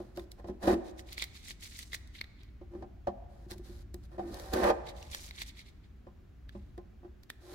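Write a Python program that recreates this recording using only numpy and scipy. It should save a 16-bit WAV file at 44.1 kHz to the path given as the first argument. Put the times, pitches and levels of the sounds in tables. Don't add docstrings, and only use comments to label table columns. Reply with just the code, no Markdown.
import sys
import numpy as np
from scipy import signal
from scipy.fft import rfft, irfft
from scipy.io import wavfile
from scipy.ndimage import uniform_filter1d, map_coordinates

SR = 44100
rng = np.random.default_rng(int(sys.argv[2]) if len(sys.argv) > 2 else 0)


def log_audio(samples):
    frames = np.atleast_2d(samples).T
    limited = np.clip(frames, -1, 1)
    pcm = np.round(limited * 32767).astype(np.int16)
    wavfile.write(sys.argv[1], SR, pcm)


N = 332514
TIME = np.arange(N) / SR
SIDES = np.array([[1], [-1]])

# f/Hz, level/dB
CREASE_SPECTRUM = [(400, -34.5), (1100, -6), (1500, -7), (2100, 5.5), (2800, -2.5), (3700, 4), (4800, -3),
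                   (6500, -29), (12000, -19)]


def amp(db):
    return 10 ** (np.asarray(db) / 20)


def unit_rms(x):
    return x / np.sqrt(np.mean(x ** 2))


def unit_peak(x):
    return x / np.abs(x).max(axis=-1).mean()


def decay(t, t60):
    return np.exp(-t * float(np.log(1000) / t60))


def add(out, start_s, sound):
    i = max(int(start_s * SR), 0)
    out[..., i:i + sound.shape[-1]] += sound[..., :N - i]


def convolve(x, response):
    return signal.oaconvolve(np.atleast_2d(x), np.atleast_2d(response), axes=-1)[:, :x.shape[-1]]


def colour(spectrum, size=512):
    hz, db = np.transpose(spectrum)
    bin_hz = np.arange(size // 2 + 1) * SR / size
    gain = amp(np.interp(np.log(bin_hz + 1), np.log(hz), db))
    cepstrum = irfft(np.log(gain))
    cepstrum[1:size // 2] *= 2
    cepstrum[size // 2 + 1:] = 0
    return irfft(np.exp(rfft(cepstrum)))


def steady(x, span_s):
    power = uniform_filter1d(np.mean(x ** 2, axis=0), int(span_s * SR) + 1)
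    return x / np.sqrt(np.abs(power) + np.mean(x ** 2) / 10 ** 4)


def wander(times, points):
    return np.interp(times, np.linspace(0, N / SR, points), rng.standard_normal(points))


def strokes(starts, lengths, swells_db, levels_db, attack_s, release_s):
    power = np.zeros(N)
    for start, length, swell_db, db in zip(starts, lengths, swells_db, levels_db):
        span = slice(*np.searchsorted(TIME, [start - 2 * attack_s, start + length + 2 * release_s]))
        t = TIME[span] - start
        outside = np.maximum(-t, 0) / attack_s + np.maximum(t - length, 0) / release_s
        ramp_db = np.interp(t, [0, length], [-swell_db / 2, swell_db / 2])
        power[span] += amp(db + ramp_db - 20 * outside) ** 2
    return np.sqrt(power)


def background(air_db=-67.5, rumble_side_db=-17, air_side_db=-3):
    # f/Hz, level/dB
    rumble_spectrum = [(12, -33.5), (20, -15.5), (38, -11), (54, 1.5), (68, -3.5), (86, -8), (163, -20.5),
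                       (193, -21), (221, -22), (253, -27), (300, -23.5), (390, -72), (660, -120)]
    air_spectrum = [(120, -21), (200, -3.5), (304, -10), (358, -5.5), (497, -19), (641, -18), (874, -23),
                    (1480, -22), (7350, -39.5), (8050, -45.5), (15500, -41.5)]
    # t/s, level/dB
    rumble_levels = [(0, -51), (1, -53), (3.3, -50), (3.7, -48), (4.8, -48.5), (5.7, -53), (6.4, -52),
                     (6.7, -48), (7, -55)]
    rumble_db = np.interp(TIME, *np.transpose(rumble_levels))
    mid, side = unit_rms(convolve(rng.standard_normal((2, N)), colour(rumble_spectrum, size=8192)))
    rumble = (mid + amp(rumble_side_db) * SIDES * side) * amp(rumble_db)
    mid, side = unit_rms(convolve(rng.standard_normal((2, N)), colour(air_spectrum, size=2048)))
    air = (mid + amp(air_side_db) * SIDES * side) * amp(air_db)
    return rumble + air


def reverberation(direct, build_s=0.0034):
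    # f/Hz, level/dB, t60/s
    room_bands = [(200, -23.5, 2), (359, -13, 0.92), (742, -11.5, 1.08), (1580, -16, 1.3),
                  (3100, -17.5, 0.97), (6500, -17, 0.91), (12800, -17.5, .3)]
    t, response = np.arange(SR) / SR, 0
    for hz, db, t60 in room_bands:
        edges = np.minimum(hz * np.sqrt([.5, 2]), SR / 2 - 10)
        bandpass = signal.butter(2, edges, "band", fs=SR, output="sos")
        band = signal.sosfilt(bandpass, rng.standard_normal((2, SR)))
        envelope = decay(t, t60) * (1 - np.exp(-t / build_s))
        response = response + amp(db) * band * envelope / np.linalg.norm(envelope)
    return convolve(direct, response)


def microphones(x):
    # f/Hz, level/dB
    left_port = [(1000, -3.8), (4000, -3.7), (9000, -0.9), (15000, 1)]
    right_port = [(1000, -5), (4000, -0.5), (9000, -2.8), (15000, 0.5)]
    return convolve(x, [colour(left_port), colour(right_port)])


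def arrival_delays(times, stray_ms=0):
    # t/s, lag of the right microphone/ms
    hand_lags = [(0, 0.2), (.75, 0.36), (1.2, 0.39), (2.3, 0.49), (2.6, -0.27), (4.7, -0.49), (4.95, 0.32),
                 (6.9, 0.53), (7.3, 0.096)]
    lag_s = (np.interp(times, *np.transpose(hand_lags)) + stray_ms) / 1000
    return np.maximum([-lag_s, lag_s], 0)


def from_hands(x, share=1):
    return np.array([map_coordinates(channel, [np.arange(N) - share * delay * SR], order=3)
                     for channel, delay in zip(x, arrival_delays(TIME))])


def grains(low_hz, high_hz, t60, spread_db, cluster_db, ripple_db, stray_ms, count, size):
    when, pitch = rng.random((count, 2)).T
    strength, place, side = np.clip(rng.standard_normal((count, 3)), -2, 2).T
    start = (when * (N - size)).astype(int)
    times, hz = start / SR, low_hz + pitch * (high_hz - low_hz)
    db = spread_db * strength + cluster_db * wander(times, points=900)
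    db = db + ripple_db * np.cos(2 * np.pi * hz / 1400 + 2 * wander(times, points=110))
    gain = amp(db + 2 * side * SIDES)
    delays = arrival_delays(times, stray_ms * place)
    t = np.maximum(np.arange(size) / SR - delays[..., None], 0).astype(np.float32)
    omega = (2 * np.pi * hz[:, None]).astype(np.float32)
    pops = np.sin(omega * t) * decay(t, t60) * gain[..., None]
    samples = (start[:, None] + np.arange(size)).ravel()
    return np.array([np.bincount(samples, channel.ravel(), N) for channel in pops])


def crumpling(attack_s=0.027, release_s=0.023):
    # t/s, length/s, crinkle level/dB, hiss level/dB, swell/dB
    squeezes = [(0.854, 0.046, -61, -61.5, 0.5), (0.99, 0.0079, -57, -52.5, 2.5),
                (1.08, 0.065, -53, -58, 6.5), (1.188, 0.022, -45, -51, -6), (1.222, 0.0083, -35, -45, -5.5),
                (1.354, 0.056, -56.5, -58.5, -12), (1.43, 0.084, -51, -52, 12),
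                (1.632, 0.068, -52.5, -51.5, -14.5), (1.711, 0.12, -52.5, -52, 6.5),
                (1.855, 0.046, -72, -62, -4), (1.947, 0.013, -42.5, -45.5, -13),
                (2.15, 0.04, -51, -60.5, 1), (2.392, 0.1, -67, -83, -11), (4.866, 0.034, -49.5, -56.5, 7),
                (4.967, 0.16, -60, -62, -3), (5.122, 0.035, -47, -47.5, 2), (5.172, 0.12, -55.5, -51, -0.5),
                (5.34, 0.039, -53.5, -58.5, 8), (5.388, 0.035, -43.5, -48.5, 7.5),
                (5.458, 0.033, -52.5, -56, 12.5), (5.575, 0.041, -52, -59.5, 0),
                (5.655, 0.037, -61, -67.5, 7), (5.841, 0.02, -67.5, -79, -1),
                (6.527, 0.24, -77.5, -82, -14)]
    # f/Hz, level/dB
    hiss_spectrum = [(2500, -11.5), (4500, -4), (6000, -3), (8000, -6.5), (11000, -12), (16000, -19)]
    starts, lengths, crinkle_db, hiss_db, swells_db = np.transpose(squeezes)
    envelope = lambda db: strokes(starts, lengths, swells_db, db, attack_s, release_s)
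    creases = grains(1110, 6350, t60=0.003, spread_db=-1.5, cluster_db=4.0, ripple_db=1.5,
                     stray_ms=0.098, count=22000, size=144)
    rubbing = grains(2270, 15700, t60=0.00085, spread_db=3, cluster_db=2, ripple_db=-4.0,
                     stray_ms=0.086, count=50000, size=48)
    crinkle = steady(convolve(creases, colour(CREASE_SPECTRUM)), span_s=0.058) * envelope(crinkle_db)
    hiss = steady(convolve(rubbing, colour(hiss_spectrum)), span_s=0.12) * envelope(hiss_db)
    return crinkle + hiss


def snaps(fold_t60=0.01, overtone_ratio=1.914, overtone_db=-1, tick_t60=0.00074,
          strain_s=0.0025, strain_db=-12, settle_db=-14, settle_t60=0.034, size=2048):
    # t/s, pop level/dB, tick level/dB, pop f/Hz
    folds = [(0.1739, -36.5, -31.5, 1520), (0.1961, -35, -40, 1880), (0.318, -43, -32.5, 2210),
             (0.9936, -31, -62.5, 1850), (1.1295, -38, -28, 2110), (1.1801, -19.5, -37, 2250),
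             (1.2231, -17.5, -23, 2170), (1.241, -26, -23.5, 2100), (1.491, -37, -51, 2280),
             (1.5074, -27.5, -51, 2200), (1.7904, -32, -20.5, 1900), (1.9326, -20.5, -40, 2010),
             (1.9464, -23, -24.5, 1920), (2.075, -62, -44, 2180), (2.2131, -18.5, -49, 2180),
             (2.2423, -34, -56, 1930), (2.4336, -45, -52, 2440), (3.075, -53, -43, 1460),
             (3.5119, -33, -28.5, 1800), (3.5187, -35, -31, 1980), (3.582, -53, -41, 2050),
             (3.9435, -40, -28.5, 1830), (4.3435, -47, -33, 1580), (4.3984, -40, -31.5, 2070),
             (4.537, -23, -20, 1750), (4.642, -18.5, -24, 1670), (5.0278, -36, -35.5, 2820),
             (5.1477, -21, -23.5, 1800), (5.3102, -28, -56, 2070), (5.419, -21.5, -27, 2260),
             (5.593, -33.5, -54, 2170), (6.493, -34, -52, 1690), (6.779, -46, -45, 1810),
             (7.235, -47.5, -41.5, 1970), (7.3018, -22.5, -30, 1830)]
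    # f/Hz, level/dB
    tick_spectrum = [(1500, -22), (4000, 7), (6000, 2), (10000, -2.5), (15500, -4)]
    out = np.zeros((2, N))
    t = (np.arange(size) - size // 4) / SR
    after = np.maximum(t, 0)
    strain = amp(strain_db) * np.exp(-np.abs(t) / strain_s)
    settling = amp(settle_db) * decay(after, settle_t60)
    unrest = np.where(t < 0, strain, settling)
    for flip_s, pop_db, tick_db, hz in folds:
        phase = 2 * np.pi * hz * after
        overtone = np.sin(overtone_ratio * phase) * decay(after, fold_t60 / overtone_ratio)
        pop = unit_peak(np.sin(phase) * decay(after, fold_t60) + amp(overtone_db) * overtone)
        creak = unrest * unit_peak(convolve(rng.standard_normal((2, size)), colour(CREASE_SPECTRUM)))
        burst = rng.standard_normal(size) * decay(after, tick_t60) * (t >= 0)
        rustle = unrest * rng.standard_normal((2, size)) / 2
        tick = unit_peak(convolve(burst + rustle, colour(tick_spectrum)))
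        add(out, flip_s + t[0], amp(pop_db) * (pop + 2 * creak) + amp(tick_db) * tick)
    return from_hands(out)


def modal_response(modes, phase_gap_rad, size=16384):
    t = np.arange(size) / SR
    response = 0
    for k, (hz, db, t60) in enumerate(modes):
        polarity = (-1) ** (k // 2)
        offset = (-1) ** k * phase_gap_rad * SIDES / 2
        response = response + polarity * amp(db) * decay(t, t60) * np.sin(2 * np.pi * hz * t + offset)
    return response


def bonnet(dense_db=-1, dense_t60=0.079):
    # f/Hz, level/dB, t60/s
    boom_modes = [(68, -13.5, 0.51), (85.7, -7, 0.11), (200, -7, 0.37), (239.7, -19, 1), (341, -28, 0.5),
                  (354.1, 1, 0.12), (387.6, -18.5, 0.24)]
    ring_modes = [(519.3, -0.5, 0.044), (558, 2.5, 0.068), (624, 2, 0.028), (700, -5, 0.066),
                  (772.3, -6, 0.15), (819.7, -4.5, 0.092), (973, -13.5, 0.11), (1033, -7.5, 0.16),
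                  (1180, -6.5, 0.028), (1360, -21.5, 0.043), (1587, -18.5, 0.12), (1678, -10, 0.013),
                  (1815, -12.5, 0.026), (2170, -32.5, 0.077)]
    # f/Hz, level/dB
    dense_spectrum = [(250, -42.5), (480, 3), (750, -3), (1100, -0.5), (1800, -15), (2700, -27),
                      (5000, -33.5), (16000, -66)]
    boom = modal_response(boom_modes, phase_gap_rad=0.22)
    ring = modal_response(ring_modes, phase_gap_rad=1.0)
    t = np.arange(ring.shape[1]) / SR
    dense = unit_rms(convolve(rng.standard_normal(ring.shape), colour(dense_spectrum)))
    return boom, ring + amp(dense_db) * dense * decay(t, dense_t60)


def knocks(boom, ring, push_s=0.0018, scuff_db=-27, scuff_t60=0.15, touch_t60=0.25, spot_db=7):
    # t/s, boom level/dB, ring level/dB, f/Hz that the spot favours
    impacts = [(0.001, -33, -38, 364), (0.175, -35, -33, 350), (0.395, -44, -45.5, 625),
               (0.443, -37.5, -39.5, 460), (0.484, -68, -36, 355), (0.495, -29.5, -35.5, 500),
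               (0.638, -27, -31.5, 348), (0.675, -18.5, -20, 330), (2.613, -41.5, -45.5, 352),
               (2.735, -47, -46.5, 350), (2.749, -36.5, -43, 330), (2.823, -39.5, -36, 750),
               (3.0704, -38.5, -20.5, 750), (3.079, -29, -29.5, 1040), (3.463, -47, -63, 350),
               (3.513, -39, -48, 350), (3.557, -43.5, -56, 362), (3.594, -39.5, -53.5, 383),
               (3.694, -41, -66, 347), (3.941, -38, -47.5, 360), (4.181, -36, -32.5, 640),
               (4.192, -32.5, -27.5, 700), (4.537, -23, -50, 560), (4.63, -28, -22, 825),
               (4.7, -52, -12, 490), (6.068, -43.5, -43.5, 1110), (6.55, -35.5, -42, 200),
               (6.778, -37, -41.5, 353), (7.03, -47, -51.5, 970), (7.047, -39.5, -47.5, 364)]
    # f/Hz, level/dB
    fingertip_spectrum = [(450, -2), (750, 4), (1100, -4), (2000, -0.5), (5000, 6)]
    deep, upper = np.zeros((2, 2, N))
    t = np.arange(ring.shape[1]) / SR
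    finger_ring = convolve(ring, colour(fingertip_spectrum))
    for start_s, boom_db, ring_db, hz in impacts:
        spot = colour([(hz / np.sqrt(2), 0), (hz, spot_db), (hz * np.sqrt(2), 0)], size=2048)
        thud = convolve(boom, spot) * (1 - np.exp(-t / push_s)) * decay(t, t60=1.0)
        contact = (t == 0) + amp(scuff_db) * rng.standard_normal(len(t)) * decay(t, scuff_t60)
        tap = convolve(convolve(contact, spot), finger_ring) * decay(t, touch_t60)
        add(deep, start_s, amp(boom_db) * unit_peak(thud))
        add(upper, start_s, amp(ring_db) * unit_peak(tap))
    return deep, upper


def slips(per_second, spread_db):
    impulses = (rng.random(N) < per_second / SR) * rng.choice([-1, 1], N)
    sizes = amp(spread_db * np.clip(rng.standard_normal(N), -2, 2))
    return unit_rms(impulses * sizes)


def ring_out(drive, t60):
    retained = decay(1 / SR, t60) ** 2
    return np.sqrt(signal.lfilter([1 - retained], [1, -retained], drive ** 2))


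def peeling(boom, ring, attack_s=0.019, release_s=0.012, spread_db=3.5):
    # t/s, length/s, boom level/dB, ring level/dB, crackle level/dB, swell/dB
    pulls = [(0.002, 0.14, -61, -64.5, -73, -13), (0.163, 0.083, -51, -67, -63.5, -11),
             (0.384, 0.015, -62, -56, -69, 6), (0.479, 0.024, -41, -61, -64.5, -8),
             (0.629, 0.03, -34, -38.5, -48.5, 1.5), (0.673, 0.069, -26, -31.5, -45, -5),
             (2.715, 0.11, -49.5, -65, -78, 0), (3.3, 0.16, -74, -69.5, -75, 3),
             (3.506, 0.033, -73, -54, -52, -2), (3.647, 0.18, -65, -67.5, -62.5, -5.5),
             (4.037, 0.023, -85, -72, -66, -3), (4.119, 0.048, -56, -58.5, -72, -3),
             (4.188, 0.11, -42, -55.5, -68.5, -2.5), (4.272, 0.05, -52, -60, -61, 2),
             (4.329, 0.23, -56, -50, -55, -3), (4.534, 0.11, -31.5, -32.5, -46, -3),
             (4.635, 0.069, -34, -25.5, -45.5, 0.5), (7.416, 0.16, -51, -57.5, -58.5, 16)]
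    # f/Hz, level/dB
    force_spectrum = [(60, -10.5), (200, -10), (350, 4), (550, -1.5), (850, 1.5), (1100, -3), (1700, 5.5)]
    crackle_spectrum = [(600, -14), (1500, 9), (2700, -0.5), (4000, 8), (5500, 3), (8000, -1),
                        (12000, -2.5), (16000, -13)]
    starts, lengths, boom_db, ring_db, crackle_db, swells_db = np.transpose(pulls)
    envelope = lambda db: strokes(starts, lengths, swells_db, db, attack_s, release_s)
    releases = np.array([slips(per_second=900, spread_db=spread_db) for _ in range(3)])
    jerks, *side_jerks = convolve(releases, colour(force_spectrum, size=2048))
    wide_jerks = jerks + 0.58 * np.array(side_jerks)
    threads = grains(1000, 16800, t60=0.00029, spread_db=spread_db, cluster_db=-0.5, ripple_db=-2.5,
                     stray_ms=0.166, count=60000, size=44)
    deep = steady(convolve(jerks, boom), span_s=0.0306) * ring_out(envelope(boom_db), t60=0.27)
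    upper = steady(convolve(wide_jerks, ring), span_s=0.029) * ring_out(envelope(ring_db), t60=0.049)
    crackle = steady(convolve(threads, colour(crackle_spectrum)), span_s=0.03) * envelope(crackle_db)
    return deep, upper, crackle


def scene(boom_pan_db=-0.5, ring_pan_db=-5.5):
    boom, ring = bonnet()
    peel_boom, peel_ring, crackle = peeling(boom, ring)
    knock_boom, knock_ring = knocks(boom, ring)
    deep = (peel_boom + knock_boom) * amp(boom_pan_db * SIDES / 2)
    upper = from_hands(peel_ring + knock_ring, share=0.59) * amp(ring_pan_db * SIDES / 2)
    direct = deep + upper + microphones(crackle + crumpling() + snaps())
    return direct + reverberation(direct) + background()


def record(dry, cutoff_hz=15800):
    return signal.sosfilt(signal.ellip(10, .2, 70, cutoff_hz, fs=SR, output="sos"), dry)


dry = scene()
out = record(dry)
log_audio(out)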